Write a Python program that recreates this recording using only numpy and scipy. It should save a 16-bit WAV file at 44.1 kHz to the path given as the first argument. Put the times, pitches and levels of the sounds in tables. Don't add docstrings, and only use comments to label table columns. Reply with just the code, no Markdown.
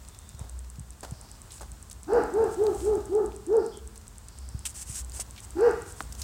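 import sys
import numpy as np
from scipy import signal
from scipy.fft import rfft, irfft, next_fast_len
from scipy.io import wavfile

SR = 44100
rng = np.random.default_rng(int(sys.argv[2]) if len(sys.argv) > 2 else 0)


def unload_wav(signal):
    wavfile.write(
        sys.argv[1],
        SR,
        np.round(np.clip(np.atleast_2d(signal).T, -1, 1) * 32767).astype(np.int16),
    )


N = 274743


def amp(db):
    return 10 ** (np.asarray(db) / 20)


def unit(x):
    return x / np.sqrt(np.mean(x ** 2) + 1e-20)


def read(points, hz):
    f, value = np.transpose(points)
    return np.interp(np.log(hz + 1), np.log(f), value)


def level(rows):
    s, db = np.transpose(rows)
    return amp(np.interp(np.arange(N) / SR, s, db))


def add(mix, s, sound):
    part = mix[max(round(s * SR), 0):][:len(sound)]
    part += sound[:len(part)]


def colour(x, points):
    gain = amp(read(points, np.fft.rfftfreq(len(x), 1 / SR)))
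    return unit(irfft(rfft(x) * gain, len(x)))


def wander(size, hz):
    length = next_fast_len(size + SR // 2)
    f = np.fft.rfftfreq(length, 1 / SR)
    spectrum = rfft(rng.standard_normal(length)) * np.exp(-(f / hz) ** 2)
    return unit(irfft(spectrum, length))[:size]


def resonate(x, hz, width_hz):
    return signal.lfilter(*signal.iirpeak(hz, hz / width_hz, SR), x)


def arch(length, crest):
    u = np.arange(0, length, 1 / SR) / length
    skew = np.log(.5) / np.log(crest)
    return abs(np.sin(np.pi * u ** skew))


def outdoor_air():
    # f/Hz, relative level/dB
    spectrum = [(20, -12), (35, 9), (55, 15), (95, 9.5), (150, -1), (280, -8), (560, -13), (1000, -11),
                (1500, -15), (2300, -21.5), (4200, -20.5), (6000, -19.5), (8200, -15), (10800, -26.5),
                (15500, -26.5)]
    # t/s, level/dB
    swells = [(0, -47), (.9, -49.5), (1.5, -46.5), (2, -48.5), (2.7, -42), (3.3, -48), (4.1, -48.5),
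              (6.23, -44)]
    return level(swells) * colour(rng.standard_normal(N), spectrum)


def hum(rows, hz, drift_hz, flutter):
    phase = 2 * np.pi * np.cumsum(hz + drift_hz * wander(N, hz=8.3716)) / SR
    return level(rows) * unit(np.sin(phase) * (1 + flutter * wander(N, hz=6.7)))


def drone():
    # t/s, level/dB
    swells = [(0.0, -46), (0.28, -58.5), (0.54, -37), (0.87, -48), (1.56, -64.5), (1.59, -43.5),
              (2.05, -55), (2.08, -64), (2.15, -40.5), (2.58, -82.5), (2.69, -53.5), (2.81, -36),
              (3.23, -65.5), (3.26, -41), (3.71, -62.5), (3.85, -37.5), (3.99, -82), (4.34, -55.5),
              (4.41, -40), (4.86, -54), (5.01, -36), (5.46, -60.5), (5.52, -40.5), (5.99, -61),
              (6.07, -42.5), (6.23, -42.5)]
    return hum(swells, hz=62, drift_hz=2.5, flutter=.1)


def machines():
    # t/s, level/dB
    upper = [(0, -72), (3.4, -62), (4, -63), (6.23, -65.5)]
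    # t/s, level/dB
    lower = [(0, -66.5), (4, -75.5), (6.23, -56)]
    return hum(upper, hz=211, drift_hz=1.2, flutter=.3) + hum(lower, hz=45.5, drift_hz=.8, flutter=.15)


def birds():
    # t/s, length/s, level/dB, start f/Hz, end f/Hz, width/Hz
    calls = [(0, 0.5875, -67, 3560, 3690, 498.5), (1.051, 0.3896, -61, 5000, 5086, 1816),
             (3.507, 0.31275, -59.5, 5131, 4848, 1790), (3.707, 0.11312, -58, 3357, 3200, 625.4),
             (4.18, 0.655, -63, 4905, 5036, 1756)]
    out = np.zeros(N)
    for s, length, db, start_hz, end_hz, width_hz in calls:
        size = int(length * SR)
        phase = 2 * np.pi * np.cumsum(np.linspace(start_hz, end_hz, size)) / SR
        call = wander(size, width_hz / 2) * np.cos(phase) + wander(size, width_hz / 2) * np.sin(phase)
        add(out, s, amp(db) * unit(call) * signal.windows.tukey(size, .6))
    return out


def electrical_ticks(peak_db=-28, first_s=.0866, period_s=.1024, early_s=.0072, burst_s=.0005):
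    early = [5, 7, 15, 16, 25, 30, 35, 48, 49, 52, 53, 54, 55]
    strays = [1.8995, 5.0475]
    edges = np.zeros(SR // 100)
    edges[0] = 1
    edges[round(burst_s * SR)] = .4783
    ring = resonate(edges, hz=8100, width_hz=2300)
    tick = signal.sosfilt(signal.butter(2, [6300, 10400], "band", fs=SR, output="sos"), ring)
    times = np.arange(first_s, N / SR, period_s)
    times[early] -= early_s
    out = np.zeros(N)
    for s in np.append(times, strays):
        add(out, s, amp(peak_db) * tick / abs(tick).max())
    return out


def leaf_crackle(per_second=12, faintest_db=-49, spread_db=3, decay_s=.002526):
    t = np.arange(SR // 100) / SR
    breaks = rng.random(N) < per_second / SR
    strength = amp(faintest_db + spread_db * np.minimum(rng.exponential(1, N), 3))
    grain = resonate(rng.standard_normal(len(t)) * np.exp(-t / decay_s), hz=5500, width_hz=4500)
    return signal.oaconvolve(breaks * strength, grain / abs(grain).max())[:N]


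def hand_bumps(rise_s=.003024):
    # t/s, envelope peak/dB, f/Hz
    bumps = [(0.341, -33.5, 92.65), (0.411, -27.5, 101.7), (0.784, -31, 123.9), (0.804, -31.5, 107.9),
             (1.12, -26, 116.4), (1.719, -34, 90.07), (4.546, -23, 94.71), (4.896, -29.5, 105)]
    out, t = np.zeros(N), np.arange(SR // 8) / SR
    envelope = t / rise_s * np.exp(1 - t / rise_s)
    for s, db, hz in bumps:
        add(out, s, amp(db) * envelope * np.sin(2 * np.pi * hz * t))
    return out


def footsteps(gain_db=7.5, grain_db=3, rise_s=.004103):
    # t/s, relative level/dB, decay/s
    steps = [(0.387, -55, 0.06188), (1.029, -41.5, 0.02131), (1.064, -60, 0.1474), (1.221, -55.5, 0.02379),
             (1.607, -47.5, 0.02624), (5.131, -57.5, 0.05018), (5.193, -38, 0.004792),
             (6.004, -33, 0.005645)]
    # f/Hz, relative level/dB
    spectrum = [(150, 1), (450, 6), (800, 8), (1400, -1), (2500, -12.5), (5000, -8), (8000, -6.5),
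                (15000, -22)]
    out, t = np.zeros(N), np.arange(SR // 4) / SR
    for s, db, decay in steps:
        grains = rng.standard_normal(len(t)) * amp(grain_db * wander(len(t), hz=200.3))
        envelope = (1 - np.exp(-t / rise_s)) * np.exp(-t / decay)
        add(out, s, amp(db + gain_db) * envelope * colour(grains, spectrum))
    return out


def finger_rubs(grain_db=2, swell_power=.7908):
    # t/s, length/s, level/dB, crest/share of length
    strokes = [(1.506, 0.09347, -49.5, 0.49), (2.466, 0.0873, -48.5, 0.81), (2.708, 0.20702, -47, 0.57),
               (4.652, 0.02956, -29.5, 0.26), (4.67, 0.0559, -44.5, .4), (4.741, 0.11066, -41.5, 0.31),
               (4.803, 0.03649, -38.5, 0.52), (4.851, 0.1314, -41, 0.51), (4.941, 0.08351, -35, 0.37),
               (5.124, 0.07664, -40, 0.55), (5.198, 0.033053, -31, 0.09), (5.419, 0.04041, -47, 0.58),
               (5.852, 0.087, -49, 0.52), (5.955, 0.1142, -50, 0.35), (6.175, 0.0535, -43, 0.51)]
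    # f/Hz, relative level/dB
    spectrum = [(290, -40.5), (500, -42), (969, -20), (2310, -20), (2750, -16), (3750, -20.5), (8300, -1.5),
                (13100, -23.5), (15200, -19.5), (16100, -48), (16800, -69)]
    slips = rng.standard_normal(N) * amp(grain_db * wander(N, hz=700))
    power = np.zeros(N)
    for s, length, db, crest in strokes:
        add(power, s, (amp(db) * arch(length, crest) ** swell_power) ** 2)
    return colour(slips, spectrum) * np.sqrt(power)


def twig_snaps(relative_width=.4686):
    # t/s, peak level/dB, centre f/Hz, decay/s
    snaps = [(1.506, -37.5, 4487, 0.0289), (1.912, -30.5, 6595, 0.005115), (2.667, -25, 3035, 0.001052),
             (2.805, -33.5, 3610, 0.00118), (3.32, -40.5, 2996, 0.002075), (3.958, -35.5, 7410, .0027),
             (5.362, -39, 3107, 0.00461), (4.654, -26.5, 2959, 0.010985), (5.12, -32, 5962, 0.0004804),
             (5.201, -33, 7011, 0.000507), (5.378, -36.5, 3095, 0.01182), (6.006, -18.5, 1370, 0.0002754),
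             (6.124, -29, 6167, 0.00213), (6.151, -33.5, 5904, 0.002604), (6.217, -25, 6019, 0.007137)]
    out, t = np.zeros(N), np.arange(SR // 4) / SR
    for s, db, hz, decay in snaps:
        burst = rng.standard_normal(len(t)) * np.exp(-t / decay)
        snap = resonate(burst, hz, relative_width * hz)
        add(out, s, amp(db) * snap / abs(snap).max())
    return out


def bark(length, crest, level_db, top_hz, harsh_db, mouth_db, push_db,
         rest_hz=287.78, jitter=.007039, shimmer=.06851, puff_depth=.9068, opening_s=.03766):
    # multiple of pitch, relative level/dB
    partials = [(.5, -27), (1.5, -22), (2, -12.5), (2.5, -27), (3, -21), (4, -33), (6, -43)]
    # f/Hz, relative level/dB
    throat = [(110, -14), (230, -4), (330, 7), (470, -1.5), (590, 0), (800, 9), (1080, -5), (1300, -2.5),
              (1700, -10), (1900, -23.5), (2600, -26), (3400, -44), (4700, -25), (9000, -42)]
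    t = np.arange(0, length, 1 / SR)
    effort = arch(length, crest) ** .9
    hz = rest_hz + (top_hz - rest_hz) * effort
    slack = (1 - effort) ** 1.3097
    db = level_db - 20 * slack + push_db * (t / length - .5)
    rasp_db = harsh_db + 16.5 * slack
    unsteady = 1 + 4 * amp(rasp_db)
    phase = 2 * np.pi * np.cumsum(hz * (1 + jitter * unsteady * wander(len(t), hz=121.08))) / SR
    tone = np.sqrt(2) * np.sin(phase) * (1 + shimmer * unsteady * wander(len(t), hz=98.15))
    overtones = np.sqrt(2) * sum(amp(partial_db) * np.sin(k * phase) for k, partial_db in partials)
    breath = colour(rng.standard_normal(len(t)) * (1 + puff_depth * np.sin(phase)), throat)
    upper = amp(harsh_db / 2 + 1) * effort * overtones + amp(rasp_db - 3) * breath
    opening = np.minimum(t / opening_s, 1)
    treble = signal.sosfiltfilt(signal.butter(2, 1650, "high", fs=SR, output="sos"), upper)
    upper = (upper + treble * (amp(mouth_db) - 1)) * opening
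    swell = amp(db) * signal.windows.tukey(len(t), .12)
    return swell * tone, swell * upper


def yard(x, scatter_db, echo_db, reflections_per_s=2000, gap_s=.008):
    # delay/s, relative level/dB
    echoes = [(0.027, -24), (0.06, -12), (.122, -21.5), (.185, -29)]
    # f/Hz, time to fall 60 dB/s
    decay_times = [(150, 0.9795), (450, 0.4069), (1000, 0.49), (2000, 0.7523), (8000, 0.16536)]
    t = np.arange(SR) / SR
    taps = rng.choice([-1., 1.], SR) * (rng.random(SR) < reflections_per_s / SR) * (t > gap_s)
    hz, age, bands = signal.stft(taps, SR, nperseg=256)
    fade = amp(-60 * age / read(decay_times, hz)[:, None])
    _, tail = signal.istft(bands * fade, SR, nperseg=256)
    response = amp(scatter_db) * tail / np.linalg.norm(tail)
    for delay, db in echoes:
        add(response, delay, amp([db + echo_db]))
    return signal.fftconvolve(x, response)[:N]


def dog(off_axis_db=-5):
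    # t/s, length/s, crest/share of length, level/dB, top f/Hz, harshness/dB,
    # mouth opening as treble gain/dB, push from start to end/dB
    yips = [ (2.066, 0.15936, 0.58, -21.5, 482.2, -6.5, 2.5, -1.5),
            (2.315, 0.17888, 0.5, -22, 459, -11.5, -2, -2),
            (2.561, 0.18083, 0.46, -21, 436.5, -17, -22, 1.5),
            (2.808, 0.18296, 0.52, -21.5, 433.1, -19, -23.5, 3.5),
            (3.086, .175, .53, -21, 434, -18.5, -23.5, 2), (3.466, .16, .55, -19, 461.9, -19.5, -12, 1),
            (5.55, .17, .62, -18.5, 484.5, -15, 10.5, -3.5), ]
    low, high = np.zeros(N), np.zeros(N)
    for s, *shape in yips:
        tone, upper = bark(*shape)
        add(low, s, tone)
        add(high, s, upper)
    direct = low + amp(off_axis_db) * high
    return direct + yard(low, scatter_db=-10.5, echo_db=-3) + yard(high, scatter_db=-3, echo_db=1)


def scene():
    backyard = dog() + outdoor_air() + drone() + machines() + birds()
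    handling = finger_rubs() + hand_bumps()
    underfoot = footsteps() + twig_snaps() + leaf_crackle()
    return (backyard + handling + underfoot + electrical_ticks())[None]


def record(dry, low_hz=41, high_hz=16050):
    thin = signal.sosfilt(signal.butter(5, low_hz, "high", fs=SR, output="sos"), dry)
    lowpass = signal.firwin(511, high_hz, window=("kaiser", 9), fs=SR)
    return signal.oaconvolve(thin, lowpass[None], "same")


dry = scene()
out = record(dry)
unload_wav(out)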